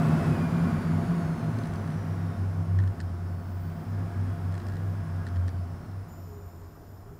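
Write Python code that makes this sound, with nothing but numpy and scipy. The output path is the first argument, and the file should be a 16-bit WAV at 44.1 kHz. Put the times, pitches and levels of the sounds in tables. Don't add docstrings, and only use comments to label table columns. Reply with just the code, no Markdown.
import sys
import numpy as np
from scipy import signal
from scipy.io import wavfile
from scipy.ndimage import uniform_filter1d

SR = 44100
rng = np.random.default_rng(int(sys.argv[2]) if len(sys.argv) > 2 else 0)


def waveform_to_disk(signal):
    frames = np.transpose(np.atleast_2d(signal))
    scaled = np.clip(frames, -1, 1) * 32767
    samples = np.round(scaled).astype(np.int16)
    wavfile.write(sys.argv[1], SR, samples)


def voltage_ratio(level):
    return 10 ** (np.asarray(level, float) / 20)


N = 317079
END_S = 7.19
T = np.arange(N) / SR

# time_s, whine_hz
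WHINE = [(0, 2630), (.27, 2585), (.45, 2405), (.72, 2375), (.9, 2255), (1.15, 2245), (1.38, 2105),
         (1.6, 2070), (1.75, 2010), (2.3, 1842), (3, 1590), (3.3, 1512), (3.55, 1482), (4, 1640),
         (4.1, 1660), (5.24, 1648), (6.4, 1214), (7.19, 1011)]
# time_s, push_0_to_1
PUSH = [
    (0, 0),
    (3.25, 0),
    (3.7, 1),
    (4.3, 1),
    (5.3, .2),
    (5.6, 0),
    (7.19, 0),
]
# time_s, torque_db
TORQUE = [
    (0, 0),
    (2.35, 0),
    (2.55, -10),
    (2.95, -7),
    (3.3, -2),
    (4.1, -1),
    (5.4, 0),
    (6.1, -1),
    (6.45, -11),
    (7.19, -15),
]

# freq_hz, level_db
RUSH_SPECTRUM = [(13, -58), (30, -59), (59, -38), (90, -6.5), (125, -8), (160, -7), (230, -12.5),
                 (300, -25.5), (550, -23), (1440, -27.5), (2900, -41), (6000, -48.5), (13000, -61.5),
                 (16000, -63)]
# freq_hz, width_hz, lift_db
DUCT_MODES = [(222, 6.8, 12.5), (252.3, 19.4, 8), (267.2, 29, 5), (326, 45, 5.5), (351.8, 34, 8.5),
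              (405, 14, 7.5), (688, 26, 12), (1098, 22, 6.5), (1263, 16, 4), (1468, 40, 4),
              (2560, 200, -0.5), (4700, 220, 3.5), (7300, 900, 2), (9700, 1200, 10), (12300, 920, 8)]
FULL_HZ, STALL_HZ = 2630, 1400
FLOW_DB, FLOW_DB_PER_OCTAVE, PUSH_DB, STALL_DB_PER_OCTAVE, HISS_DB = -23, 21.5, 1.5, 21.5, -3.5

# start_s, length_s, peak_db, pitch_hz
LOW_GUSTS = [(.15, 0.49, -37.5, 93), (.58, 0.48, -35.5, 96), (.88, 0.19, -35, 95.6),
             (1.05, 0.093, -37.5, 92.7), (1.19, 0.17, -36.5, 97.7), (1.38, 0.28, -31, 111),
             (1.67, .27, -33, 98), (1.94, 0.11, -32, 101), (2.03, .33, -30, 97), (2.33, 0.26, -27.5, 95.6),
             (2.55, .12, -26.5, 95.8), (2.66, 0.28, -22.5, 95), (2.96, 0.27, -32, 89.15),
             (3.17, 0.26, -30.5, 91.2), (3.39, 0.39, -32.5, 92.5), (3.75, 0.089, -37.5, 93.2),
             (3.85, 0.29, -29.5, 98.4), (4.11, 0.29, -27.5, 96), (4.36, 0.28, -29, 93.95),
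             (4.61, 0.22, -29, 95.9), (4.77, .3, -29, 97.5), (5.06, 0.25, -30, 92.8),
             (5.29, .23, -24.5, 90), (5.5, 0.19, -29, 89.6), (5.67, 0.15, -35.5, 90),
             (5.86, 0.24, -36, 96.6), (6.1, 0.36, -39.5, 92), (6.42, 0.1, -43.5, 87),
             (6.5, 0.27, -43, 88.1), (6.82, 0.29, -46.5, 98.1)]
# start_s, length_s, peak_db, pitch_hz
HIGH_GUSTS = [(-.02, 0.27, -23, 157), (.25, 0.098, -24, 155), (.38, 0.083, -25, 165), (.51, .2, -24.5, 168),
              (.69, .13, -25.5, 160), (.83, 0.2, -26, 162), (1.06, 0.19, -26, 170.2), (1.22, .18, -29, 161),
              (1.4, 0.15, -29.5, 158), (1.6, 0.19, -34.5, 162), (1.84, 0.16, -32, 156),
              (2.01, 0.13, -35, 157.5), (2.12, 0.28, -35, 165), (2.47, 0.44, -35.5, 162),
              (2.9, 0.633, -43, 165), (3.58, 0.37, -40.5, 161), (3.88, 0.1, -45, 161.6),
              (3.99, 0.093, -37, 167), (4.17, 0.15, -47.5, 160), (4.35, 0.28, -38, 164),
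              (4.63, 0.42, -42, 161), (4.97, 0.3, -38.5, 158.5), (5.25, 1.12, -52.5, 161)]
# start_s, length_s, peak_db
PANEL_GUSTS = [
    (6.25, .26, -50),
    (6.46, .5, -60),
    (7.02, .22, -56),
]
PANEL_HZ = 410
LOW_REST_DB, HIGH_REST_DB, REST_SHARE = -34, -30.5, 0.528

ORDER_DB = [-73, -82, -83, -94, -91, -97]
CRUISE_HZ, WHINE_DB_PER_OCTAVE = 1650, 15
# freq_hz, width_hz, lift_db
HOUSING_LOW = [(1290, 220, 8), (1520, 120, 4), (1655, 60, 9), (2120, 220, -8), (2450, 300, 6),
               (3150, 80, 7), (3680, 110, 9), (3900, 200, -7), (4200, 250, 3), (4580, 300, 6),
               (5750, 700, 5), (6800, 900, 2)]
# freq_hz, width_hz, lift_db
HOUSING_HIGH = [(8300, 200, 7), (9030, 200, 11), (10150, 350, 8), (11150, 300, 9), (11950, 300, 6)]
BLADE_RATIO = 10.4
BLADE_PEAK_DB, BLADE_PEAK_HZ, BLADE_HZ_PER_ROOT_DB = -35.5, 229.6, 3.5

# rest_hz, spacing_multiple, level_db
HIGH_PATTERN = [(15020, -4.5, -6), (15020, -3.5, -5), (15020, -2.5, -6), (15020, -1.5, -1), (15020, -.5, 0),
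                (15020, .5, -4), (15020, 1.5, -11), (15020, 4.5, -10)]
# rest_hz, spacing_multiple, level_db
LOAD_PATTERN = [(14013, 0, -3), (13964, 0, 0), (13894, 0, -5), (13846, 0, -5), (13797, 0, -4),
                (13636, 0, -5), (13561, 0, -8), (13378, 0, -11), (14061, 0, -5), (14104, 0, -8),
                (14626, 0, -4), (7031, 0, -4)]
# rest_hz, spacing_multiple, level_db
BRAKE_PATTERN = [(14013, 0, 0), (13990, 0, -7), (14000, -4, -7), (14000, 4, -7), (14000, .8, -8),
                 (14000, -1, -12), (14000, 2.4, -11), (14000, -2.4, -13), (7030, -.5, -2), (6920, 1.7, -5),
                 (6950, 2.5, -9), (7010, -1.5, -10), (7020, -2.5, -15), (7020, .5, -9)]
# start_s, end_s, first_db, last_db
HIGH_SPANS = [
    (0, .75, -69, -73),
    (.75, 3.15, -76.5, -79),
    (3.15, 3.55, -80, -68),
    (3.55, 3.92, -68, -70),
    (3.92, 4.3, -73, -84),
    (4.88, 6.05, -77.5, -78.5),
]
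# start_s, end_s, first_db, last_db
LOAD_SPANS = [
    (4.28, 4.336, -83, -69),
    (4.336, 4.94, -76, -72),
]
# start_s, end_s, first_db, last_db
BRAKE_SPANS = [
    (6.085, 7.19, -64, -69),
]
SIDEBAND_RATIO, SLIP_HZ = 10.6, 20

# start_s, peak_db, body_db, top_modes_db, bright_hz
DETENTS = [(2.7881, -41, 10, -21, 5500), (2.8004, -47, 9, -26, 4040), (2.8364, -48.5, 8, -13, 3715),
           (2.8746, -44.5, 4, -12, 3820), (3.0018, -38.5, 3.5, -11, 4700), (3.0064, -49, 9, -13, 5190),
           (3.0112, -42, -7, -15, 4509), (5.2666, -40.5, 6, -13.5, 3723), (5.274, -46, -5, -30, 4600),
           (5.2805, -60, -7, -25, 4360), (5.2855, -49, -3, -23, 3640), (5.3587, -47, 1, -20, 3450),
           (5.3669, -46.5, 2, -24, 3740), (5.478, -43.5, -11, -13, 4775), (5.4815, -43, 3.5, -11, 4340),
           (5.4898, -44, -8, -23, 4660)]
# start_s, peak_db
RATCHET = [(1.5868, -42), (1.6352, -43), (1.6555, -43), (1.6707, -44), (1.7358, -45), (1.7565, -45),
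           (1.7896, -54.5), (1.875, -47), (1.9022, -45), (1.9195, -49), (1.941, -47), (4.5222, -48),
           (4.5411, -46), (4.5512, -46), (4.578, -43.5), (4.6, -44), (4.617, -50), (4.6665, -43),
           (4.6847, -44), (4.6973, -47), (4.7208, -47.5), (4.7365, -50), (4.7553, -50), (4.7676, -44.5)]
# freq_hz, decay_width_hz, level_db
KNOB_MODES = [(3350, 260, -6), (4240, 810, 4.5), (5170, 1100, 4), (6200, 830, -3), (7200, 1400, 3.5),
              (8380, 770, -2)]
RATCHET_BODY_DB, RATCHET_TOP_DB = -1, -12
BRIGHT_HZ, PUFF_S, TOP_REST_DB = 4600, .0021, 12.5

# freq_hz, level_db
ROOM_SPECTRUM = [(13, -43), (28, -13.5), (100, -9), (220, -20), (310, -20), (430, -25.5), (1400, -31.5),
                 (2300, -46.5), (3500, -51), (6000, -51.5), (12300, -55), (16000, -57)]
# freq_hz, width_hz, lift_db
ROOM_BANDS = [(690, 36, 7), (1100, 30, 4), (5250, 560, 10), (10700, 400, 5), (15000, 700, 3)]
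FANS_DB, FANS_SHARE, THROB_DB = -38.5, 0.16, -65.5


def air():
    def field_db(hz, s):
        hiss = 1 / (1 + (2600 / (hz + 1)) ** 4)
        return read(RUSH_SPECTRUM, hz) + bumps(DUCT_MODES, hz) + flow_db(s) + hiss * HISS_DB
    return voltage_ratio(-8) * noise(field_db, patchy_db=0.0)


def flow_db(s):
    hz = curve(WHINE, s)
    stall_octaves = np.maximum(np.log2(STALL_HZ / hz), 0)
    speed_db = FLOW_DB_PER_OCTAVE * np.log2(hz / FULL_HZ)
    return FLOW_DB + speed_db + PUSH_DB * curve(PUSH, s) - STALL_DB_PER_OCTAVE * stall_octaves


def hum():
    low = duct_mode(LOW_GUSTS, LOW_REST_DB - 14, rest_hz=94, skew=.95, sharp=1.6, share=.13, rate_hz=24)
    high = duct_mode(HIGH_GUSTS, HIGH_REST_DB - 10, rest_hz=161, skew=.85, sharp=1.4, share=.17, rate_hz=30)
    panel = tone(PANEL_HZ, 3.58, 1.24, 10) + 0.37 * gusty(np.full(N, 388.), 0.86, 14)
    panel_power = swells(PANEL_GUSTS, 0.83, 2.85).sum(0)
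    return low + high + np.sqrt(panel_power) * panel


def duct_mode(gusts, rest_db, rest_hz, skew, sharp, share, rate_hz):
    power = swells(gusts, skew, sharp)
    rest_power = voltage_ratio(2 * (rest_db + REST_SHARE * (flow_db(T) - FLOW_DB)))
    total = power.sum(0) + rest_power
    pitch_hz = np.array(gusts)[:, 3]
    hz = (pitch_hz @ power + rest_hz * rest_power) / total
    return np.sqrt(total) * gusty(hz, share, rate_hz)


def swells(gusts, skew, sharp):
    progress = np.array([np.clip((T - gust[0]) / gust[1], 0, 1) for gust in gusts])
    peak_power = voltage_ratio([2 * gust[2] for gust in gusts])[:, None]
    return peak_power * abs(np.sin(np.pi * progress ** skew)) ** sharp


def gusty(hz, share, rate_hz):
    feed = 1 + share * (drift(rate_hz) + 1j * drift(rate_hz))
    carrier = np.exp(2j * np.pi * np.cumsum(hz) / SR)
    return evened((feed * carrier).real)


def rotor():
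    hz = curve(WHINE)
    effort_db = curve(TORQUE) + WHINE_DB_PER_OCTAVE * np.log2(hz / CRUISE_HZ)
    whine = np.zeros(N)
    for order, db in enumerate(ORDER_DB, 1):
        level_db = db + 1.5 + effort_db + bumps(HOUSING_LOW + HOUSING_HIGH, order * hz)
        whine += voltage_ratio(level_db) * tone(order * hz, 5. * order, 2.5, 24)
    blade_hz = hz / BLADE_RATIO
    blade_db = BLADE_PEAK_DB - ((blade_hz - BLADE_PEAK_HZ) / BLADE_HZ_PER_ROOT_DB) ** 2
    return whine + voltage_ratio(blade_db) * tone(blade_hz, 1.64, 0.73, 10)


def drive(pattern, spans, fuzz_db):
    spacing_hz = curve(WHINE) / SIDEBAND_RATIO + SLIP_HZ * curve(PUSH)
    out = np.zeros(N)
    for rest_hz, k, db in pattern:
        hz = rest_hz + k * spacing_hz
        clean = tone(hz, 3., 2., 9)
        skirt = tone(hz, 80., 3., 400)
        slow_db = -.25 * (rest_hz < 8000) * np.maximum(124 - spacing_hz, 0)
        fast_db = .016 * k * np.maximum(spacing_hz - 165, 0)
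        out += voltage_ratio(db + slow_db + fast_db) * (clean + voltage_ratio(fuzz_db) * skirt)
    level = sum(voltage_ratio(curve([(start, first), (end, last)])) for start, end, first, last in spans)
    return evened(out) * uniform_filter1d(level, 400)


def knob():
    size = 900
    t, out = np.arange(size) / SR, np.zeros(N + size)
    ticks = DETENTS + [(s, db, RATCHET_BODY_DB, RATCHET_TOP_DB, BRIGHT_HZ * rng.uniform(0.89, 1.1))
                       for s, db in RATCHET]
    puffs = rng.standard_normal((len(ticks), size))
    puff_shape = (1 - np.exp(-t / 0.00084)) * np.exp(-t / PUFF_S)
    swell = t / PUFF_S
    ring = np.sin(2 * np.pi * 1790 * t) + .55 * np.sin(2 * np.pi * 1520 * t)
    body = swell * np.exp(1 - swell ** 1.28) * ring
    for (s, db, body_db, top_db, bright_hz), puff in zip(ticks, puffs):
        modes = [(bright_hz, 900, 4), (2500, 1200, -4)]
        for hz, width_hz, mode_db in KNOB_MODES:
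            top_share = np.clip((hz - 4500) / 2000, 0, 1)
            modes.append((hz, width_hz, mode_db + (top_db + TOP_REST_DB) * top_share))
        bright = sum(voltage_ratio(d - 18 * w * t) * np.sin(2 * np.pi * f * t) for f, w, d in modes)
        bright = np.convolve(puff * puff_shape, bright)[:size]
        at = round(s * SR)
        out[at:at + size] += voltage_ratio(db) * (bright / abs(bright).max() + voltage_ratio(body_db - 3) * body)
    return signal.sosfilt(signal.butter(6, 9800, fs=SR, output="sos"), out[:N])


def room():
    def field_db(hz, s):
        return read(ROOM_SPECTRUM, hz) + bumps(ROOM_BANDS, hz) + 0 * s
    fans = evened(noise(field_db, patchy_db=.95))
    throb = gusty(np.full(N, 37.), .9, 12)
    return voltage_ratio(FANS_DB + FANS_SHARE * flow_db(T)) * fans + voltage_ratio(THROB_DB) * throb


def noise(field_db, patchy_db):
    frames, hz = N // 1024 + 5, np.fft.rfftfreq(4096, 1 / SR)
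    real, imag, patches = rng.standard_normal((frames, 2049, 3)).T
    patches = uniform_filter1d(uniform_filter1d(patches, 40, 0), 4, 1)
    s = np.minimum(np.arange(frames) * 1024 / SR, END_S)
    level_db = field_db(hz[:, None], s) + patchy_db * evened(patches)
    spectra = (real + 1j * imag) * voltage_ratio(level_db)
    return signal.istft(spectra, nperseg=4096, noverlap=3072)[1][:N]


def tone(hz, wobble_hz, flutter_db, rate_hz):
    turns = np.cumsum(hz + wobble_hz * drift(rate_hz)) / SR + rng.random()
    return np.sqrt(2) * np.sin(2 * np.pi * turns) * voltage_ratio(flutter_db * drift(rate_hz))


def drift(rate_hz):
    size = int(N / SR * rate_hz) + 3
    return evened(signal.resample(rng.standard_normal(size), N))


def evened(x):
    return x / np.sqrt(np.mean(x ** 2) + 1e-20)


def curve(rows, t=T):
    rows = np.array(rows)
    return np.interp(t, rows[:, 0], rows[:, 1], -150, -150)


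def read(points, hz):
    f, level_db = np.transpose(points)
    return np.interp(np.log(hz + 1), np.log(f + 1), level_db)


def bumps(modes, hz):
    return sum(db / (1 + (2 * (hz - f) / width) ** 2) for f, width, db in modes)


def scene():
    singing = drive(HIGH_PATTERN, HIGH_SPANS, fuzz_db=-6)
    singing += drive(LOAD_PATTERN, LOAD_SPANS, fuzz_db=-5)
    singing += drive(BRAKE_PATTERN, BRAKE_SPANS, fuzz_db=-3)
    return (air() + hum() + rotor() + singing + knob() + room())[None]


def band_limit(x):
    return signal.sosfilt(signal.butter(12, 16450, fs=SR, output="sos"), x)


def record(dry):
    edge = signal.firwin(1023, 15740, window=("kaiser", 9), fs=SR)
    mix = signal.oaconvolve(dry, edge[None], "same")
    return band_limit(mix)


dry = scene()
out = record(dry)
waveform_to_disk(out)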